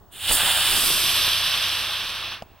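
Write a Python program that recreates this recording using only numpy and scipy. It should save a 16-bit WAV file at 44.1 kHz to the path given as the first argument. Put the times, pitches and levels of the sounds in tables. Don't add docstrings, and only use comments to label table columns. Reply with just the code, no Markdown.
import sys
import numpy as np
from scipy import signal
from scipy.fft import rfft, irfft
from scipy.io import wavfile

SR = 44100
rng = np.random.default_rng(int(sys.argv[2]) if len(sys.argv) > 2 else 0)


def file_out(sig):
    cols = np.atleast_2d(sig).T
    lim = np.clip(cols, -1, 1)
    pcm = np.round(lim * 32767).astype(np.int16)
    wavfile.write(sys.argv[1], SR, pcm)


N = 114660
TIME = np.arange(N) / SR
FREQS = np.maximum(np.arange(N // 2 + 1) * SR / N, 1)

# time in seconds, level in dB.
RUMBLE_LEVEL = [(.12, -61), (.25, -53), (.295, -44.5), (.315, -41), (.35, -35), (.39, -51), (.44, -41),
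                (.47, -46.5), (.68, -45), (.76, -40.5), (.9, -40.5), (1.1, -45), (1.55, -51.5), (2.33, -54),
                (2.55, -58)]
ROAR_LEVEL = [(.1, -71), (.12, -61), (.2, -49), (.315, -31.5), (.35, -31.5), (.41, -28.5), (.95, -33.5),
              (1.35, -33), (1.8, -35.5), (2.34, -39), (2.41, -51)]
HISS_LEVEL = [(.1, -77), (.13, -49.5), (.2, -37.5), (.26, -27), (.313, -19.5), (.335, -28), (.365, -24.5),
              (.4, -22.5), (.47, -23.5), (.65, -22), (.86, -24.5), (1.22, -22.5), (1.55, -24.5),
              (1.9, -28.5), (2.33, -33), (2.375, -41), (2.405, -52.5)]
EDGE_LEVEL = [(.1, -86), (.125, -71), (.31, -32.5), (.47, -38), (.94, -29.5), (1.25, -30.5), (1.7, -36),
              (2.33, -44), (2.41, -62)]
SIZZLE_LEVEL = [(.1, -89), (.122, -51.5), (.2, -41.5), (.3, -27), (.322, -20), (.36, -21), (.4, -26.5),
                (.65, -27.5), (.85, -24), (1.1, -28.5), (1.35, -34), (1.63, -39), (1.69, -37.5), (2.0, -44),
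                (2.12, -45), (2.34, -54), (2.41, -69)]

# frequency in Hz, relative strength in dB per Hz.
RUMBLE_COLOUR = [(20, 16.5), (30, 15), (45, 0.5), (110, 2.5), (180, 1), (260, 0), (350, 4.5), (480, -0.5)]
ROAR_PAD = [(260, -46), (450, -38), (502, -18), (550, -5), (702, -5.5), (768, -1.5), (1010, -3), (1650, 1),
            (2100, -6.5), (2730, -67), (4620, -120)]
ROAR_ALOFT = [(260, -71), (450, -12.5), (557, -9), (617, -5), (799, -7.5), (1100, 1), (1350, -2), (1650, 0),
              (1920, -3), (2100, -5.5), (2730, 3), (4620, -120)]
HISS_PAD = [(1240, -43), (2100, -10), (2220, -14.5), (2380, -7.5), (3060, 0.5), (3610, -0.5), (4300, -13),
            (5590, -38), (9460, -120)]
HISS_ALOFT = [(1240, -46), (2100, -14), (2860, -0.5), (3350, 2.5), (4300, -5), (5590, -34), (9460, -120)]
EDGE_PAD = [(4300, -3), (4700, 1), (5200, -4), (5700, -5), (6000, -17)]
EDGE_ALOFT = [(4300, -7), (4700, 2.7), (5200, 1.8), (5700, -0.5), (6300, -7), (6700, -19)]
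SIZZLE_PAD = [(6200, -19), (6600, -10.5), (7500, -5.5), (8400, -1.5), (9100, 1), (9900, -2), (11000, -8.5),
              (11900, -15), (12700, -8), (13500, -6), (14600, -7.5), (15700, -8)]
SIZZLE_ALOFT = [(3940, -17), (6700, -10.5), (7060, -8.5), (8990, 3.5), (10300, -2.5), (12100, 2),
                (13800, -4), (15600, -16)]

# time in seconds, size of the dip in dB, width in milliseconds.
SPITS = [(0.3126, -13, 0.19), (.434, -20.5, 0.28), (0.8411, -21, 0.28), (.9043, -16.5, 0.2),
         (1.2796, -9.5, 0.08), (1.5656, -13.5, 0.081), (2.029, -17, .07)]
# frequency in Hz, relative strength in dB per Hz.
BLAST_COLOUR = [(20, 1), (45, -0.5), (90, -13.5), (200, -13), (380, -23), (650, -10.5), (850, -17),
                (1100, -20)]
# frequency in Hz, level before rise and decay in dB,
# time to fade by 60 dB in seconds, rise time in seconds.
POP_TONES = [(222, -33, 0.03, 0.0025), (680, -19, 0.0097, 0.0011), (1070, -24.5, 0.0094, 0.0019),
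             (2930, -27.5, 0.0072, 0.00039), (4860, -29.5, 0.0048, .0003), (6700, -42, 0.0036, .0002)]
# multiple of the hum rate, rms level in dB when the hiss is loudest.
HUM_TONES = [(2, -50), (3, -44), (4, -55), (5, -56.5), (6, -53.5)]
# frequency in Hz, relative strength in dB per Hz.
FIELD_COLOUR = [(25, -4), (45, -0.5), (90, 6), (180, -14.5), (260, -32), (400, -30), (600, -3.5), (800, -5),
                (1050, -6.5), (1400, -17), (2100, -30.5), (3200, -29), (4200, -30), (7000, -30),
                (12000, -34)]

# frequency in Hz, likeness from 0 to 1.
LIKENESS = [(60, .55), (160, .35), (300, 0.36), (480, 0.41), (740, 0.88), (1220, 0.95), (2010, 1),
            (3200, 0.99), (4300, 0.95), (5600, 0.67), (6700, 1), (8000, 0.74), (9200, 0.84), (11000, 0.89),
            (15000, 0.86)]
# frequency in Hz, left over right in dB.
LEFT_LEAN = [(60, -5), (92, 9), (140, -6.5), (330, -6), (500, -3.5), (770, -1), (1790, -0.5), (2740, -.2),
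             (4200, -4), (6000, 1), (7500, -3), (9600, -3.5), (10800, -2.5), (12400, -2), (15000, -.5)]
# frequency in Hz, lead in radians.
LEAD_PAD = [(500, .1), (3800, .05), (5000, 1.7), (6000, 1.4), (6900, 1.03), (7600, 0.29), (9200, 0.24),
            (10500, .6), (12000, .7), (13000, .1), (15500, .1)]
LEAD_ALOFT = [(100, 0), (520, 0.63), (3000, 0), (4100, 0.39), (4900, 1.06), (6000, 0.94), (6700, 2),
              (7400, -1.8), (9000, 0.23), (10200, 1.5), (11100, 0.53), (14600, 1.5)]

TILT_START_S, TILT_END_S = 0.582, 0.93
SKIRT_DB_PER_OCTAVE = 89.5
FLUTTER_DB, FLUTTER_PER_S = 0.69, 16
RELEASE_DB_PER_S, AFTERBURN_DROP_DB = 352, 14
PUFFS_PER_S, PUFF_S, PUFF_TOP_HZ, PUFF_DB = 50, 0.002, 500, -4.5
PUFF_LEAN_DB, SPIT_LEAN_DB, HUM_LEAN_DB = -5.5, -1.5, -2.5
SPIT_REBOUND = 0.38
BLAST_S, BLAST_WIDTH_S, BLAST_DB = 0.314, 0.013, -26.5
BURNOUT_S, POP_TAIL_DB, POP_TAIL_T60_S = 2.4226, -36, 0.048
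HUM_HZ = 29.75
HUM_FOLLOWS = 0.74
WHINE_HZ, WHINE_DB = 15734, -63
FIELD_DB = -56.5
CUTOFF_HZ = 15850


def jet():
    rumble_noise = port_noise(RUMBLE_COLOUR, (200, 450), LEAD_ALOFT)
    rumble = rumble_noise * from_db(-4.0 + 2.2 * drift(29))
    low = (rumble + from_db(PUFF_DB) * puffs()) * from_db(in_time(RUMBLE_LEVEL))
    roar = jet_layer(ROAR_LEVEL, ROAR_PAD, ROAR_ALOFT, (600, 2000), rough_db=0.8, rough_hz=120)
    hiss = jet_layer(HISS_LEVEL, HISS_PAD, HISS_ALOFT, (2400, 4200), rough_db=0.14, rough_hz=200)
    edge = jet_layer(EDGE_LEVEL, EDGE_PAD, EDGE_ALOFT, (4400, 6000), rough_db=1.4, rough_hz=203)
    sizzle = jet_layer(SIZZLE_LEVEL, SIZZLE_PAD, SIZZLE_ALOFT, (7500, 15000), rough_db=0.65, rough_hz=200)
    flutter = from_db(FLUTTER_DB * drift(FLUTTER_PER_S))
    return (low + roar + hiss + edge + sizzle) * flutter


def jet_layer(level, pad, aloft, band, rough_db, rough_hz):
    tilt = np.clip((TIME - TILT_START_S) / (TILT_END_S - TILT_START_S), 0, 1)
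    near = np.sqrt(1 - tilt) * port_noise(pad, band, LEAD_PAD)
    high = np.sqrt(tilt) * port_noise(aloft, band, LEAD_ALOFT)
    return (near + high) * from_db(in_time(level) + rough_db * drift(rough_hz))


def puffs():
    happens = rng.random(N) < PUFFS_PER_S / SR
    clicks = happens * rng.uniform(0.44, 1, N) * rng.choice([-1, 1], N)
    soften = (1 + 2j * np.pi * FREQS * PUFF_S) * (1 + 1j * FREQS / PUFF_TOP_HZ)
    train = irfft(rfft(clicks) / soften, N)
    return train / train.std() * left_right(PUFF_LEAN_DB)


def spits():
    out = np.zeros(N)
    for start, db, width_ms in SPITS:
        age = (TIME - start) * 1000 / width_ms
        dip = np.exp(-age ** 2)
        rebound = SPIT_REBOUND * np.exp(-(age - 2) ** 2)
        out += from_db(db) * (rebound - dip)
    return out * left_right(SPIT_LEAN_DB)


def blast():
    swell = np.exp(-((TIME - BLAST_S) / BLAST_WIDTH_S) ** 2)
    return port_noise(BLAST_COLOUR, (0, SR), LEAD_ALOFT) * from_db(BLAST_DB) * swell


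def burnout():
    age = np.maximum(TIME - BURNOUT_S, 0)
    pop = np.zeros(N)
    for hz, db, t60, rise in POP_TONES:
        onset = 1 - np.exp(-(age / rise) ** 2)
        pop += from_db(db - 60 * age / t60) * onset * np.sin(2 * np.pi * hz * age)
    fade = from_db(POP_TAIL_DB - 60 * age / POP_TAIL_T60_S) * (age > 0)
    return pop + port_noise(FIELD_COLOUR, (0, SR), LEAD_ALOFT) * fade


def hum():
    hiss_db = in_time(HISS_LEVEL)
    swell = from_db(HUM_FOLLOWS * (hiss_db - np.max(hiss_db)))
    tones = np.zeros(N)
    for multiple, db in HUM_TONES:
        cycles = multiple * HUM_HZ * TIME + rng.random()
        tones += np.sqrt(2) * from_db(db) * np.sin(2 * np.pi * cycles)
    return tones * swell * left_right(HUM_LEAN_DB)


def whine():
    return np.sqrt(2) * from_db(WHINE_DB) * np.sin(2 * np.pi * WHINE_HZ * TIME)


def field():
    return from_db(FIELD_DB) * port_noise(FIELD_COLOUR, (0, SR), LEAD_PAD)


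def port_noise(colour, band, lead):
    octaves_below = np.maximum(np.log2(colour[0][0] / FREQS), 0)
    octaves_above = np.maximum(np.log2(FREQS / colour[-1][0]), 0)
    gain = from_db(at_hz(colour) - SKIRT_DB_PER_OCTAVE * (octaves_below + octaves_above))
    in_band = (FREQS > band[0]) * (FREQS < band[1])
    gain = gain / np.sqrt(np.mean(gain ** 2 * in_band))
    alike = np.clip(at_hz(LIKENESS), 0, 0.995)
    turn = at_hz(lead)
    lean = from_db(at_hz(LEFT_LEAN) / 2)
    shares = np.sqrt([(1 + alike) / 2, (1 - alike) / 2])
    shared, apart = rfft(rng.standard_normal((2, N))) * shares
    left = lean * np.exp(0.5j * turn)
    mean_size = np.sqrt(lean ** 2 + lean ** -2 + 2 * alike * np.cos(turn)) / 2
    ports = np.array([(shared + apart) * left, (shared - apart) / left])
    return irfft(ports * gain / mean_size, N)


def drift(rate):
    slow = irfft(rfft(rng.standard_normal(N)) / (1 + (FREQS / rate) ** 2), N)
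    return slow / slow.std()


def in_time(rows):
    sink = np.clip((TIME - rows[-1][0]) * RELEASE_DB_PER_S, 0, AFTERBURN_DROP_DB)
    return np.interp(TIME, *np.transpose(rows)) - sink


def at_hz(points):
    hz, value = np.transpose(points)
    return np.interp(np.log(FREQS), np.log(hz), value)


def left_right(lean_db):
    return from_db([[lean_db / 2], [-lean_db / 2]])


def from_db(db):
    return 10 ** (np.asarray(db) / 20)


def scene():
    rocket = jet() + spits() + blast() + burnout()
    return rocket + hum() + whine() + field()


def record(dry):
    steep_cut = signal.ellip(12, 0.1, 90, CUTOFF_HZ, fs=SR, output="sos")
    return signal.sosfilt(steep_cut, dry)


dry = scene()
out = record(dry)
file_out(out)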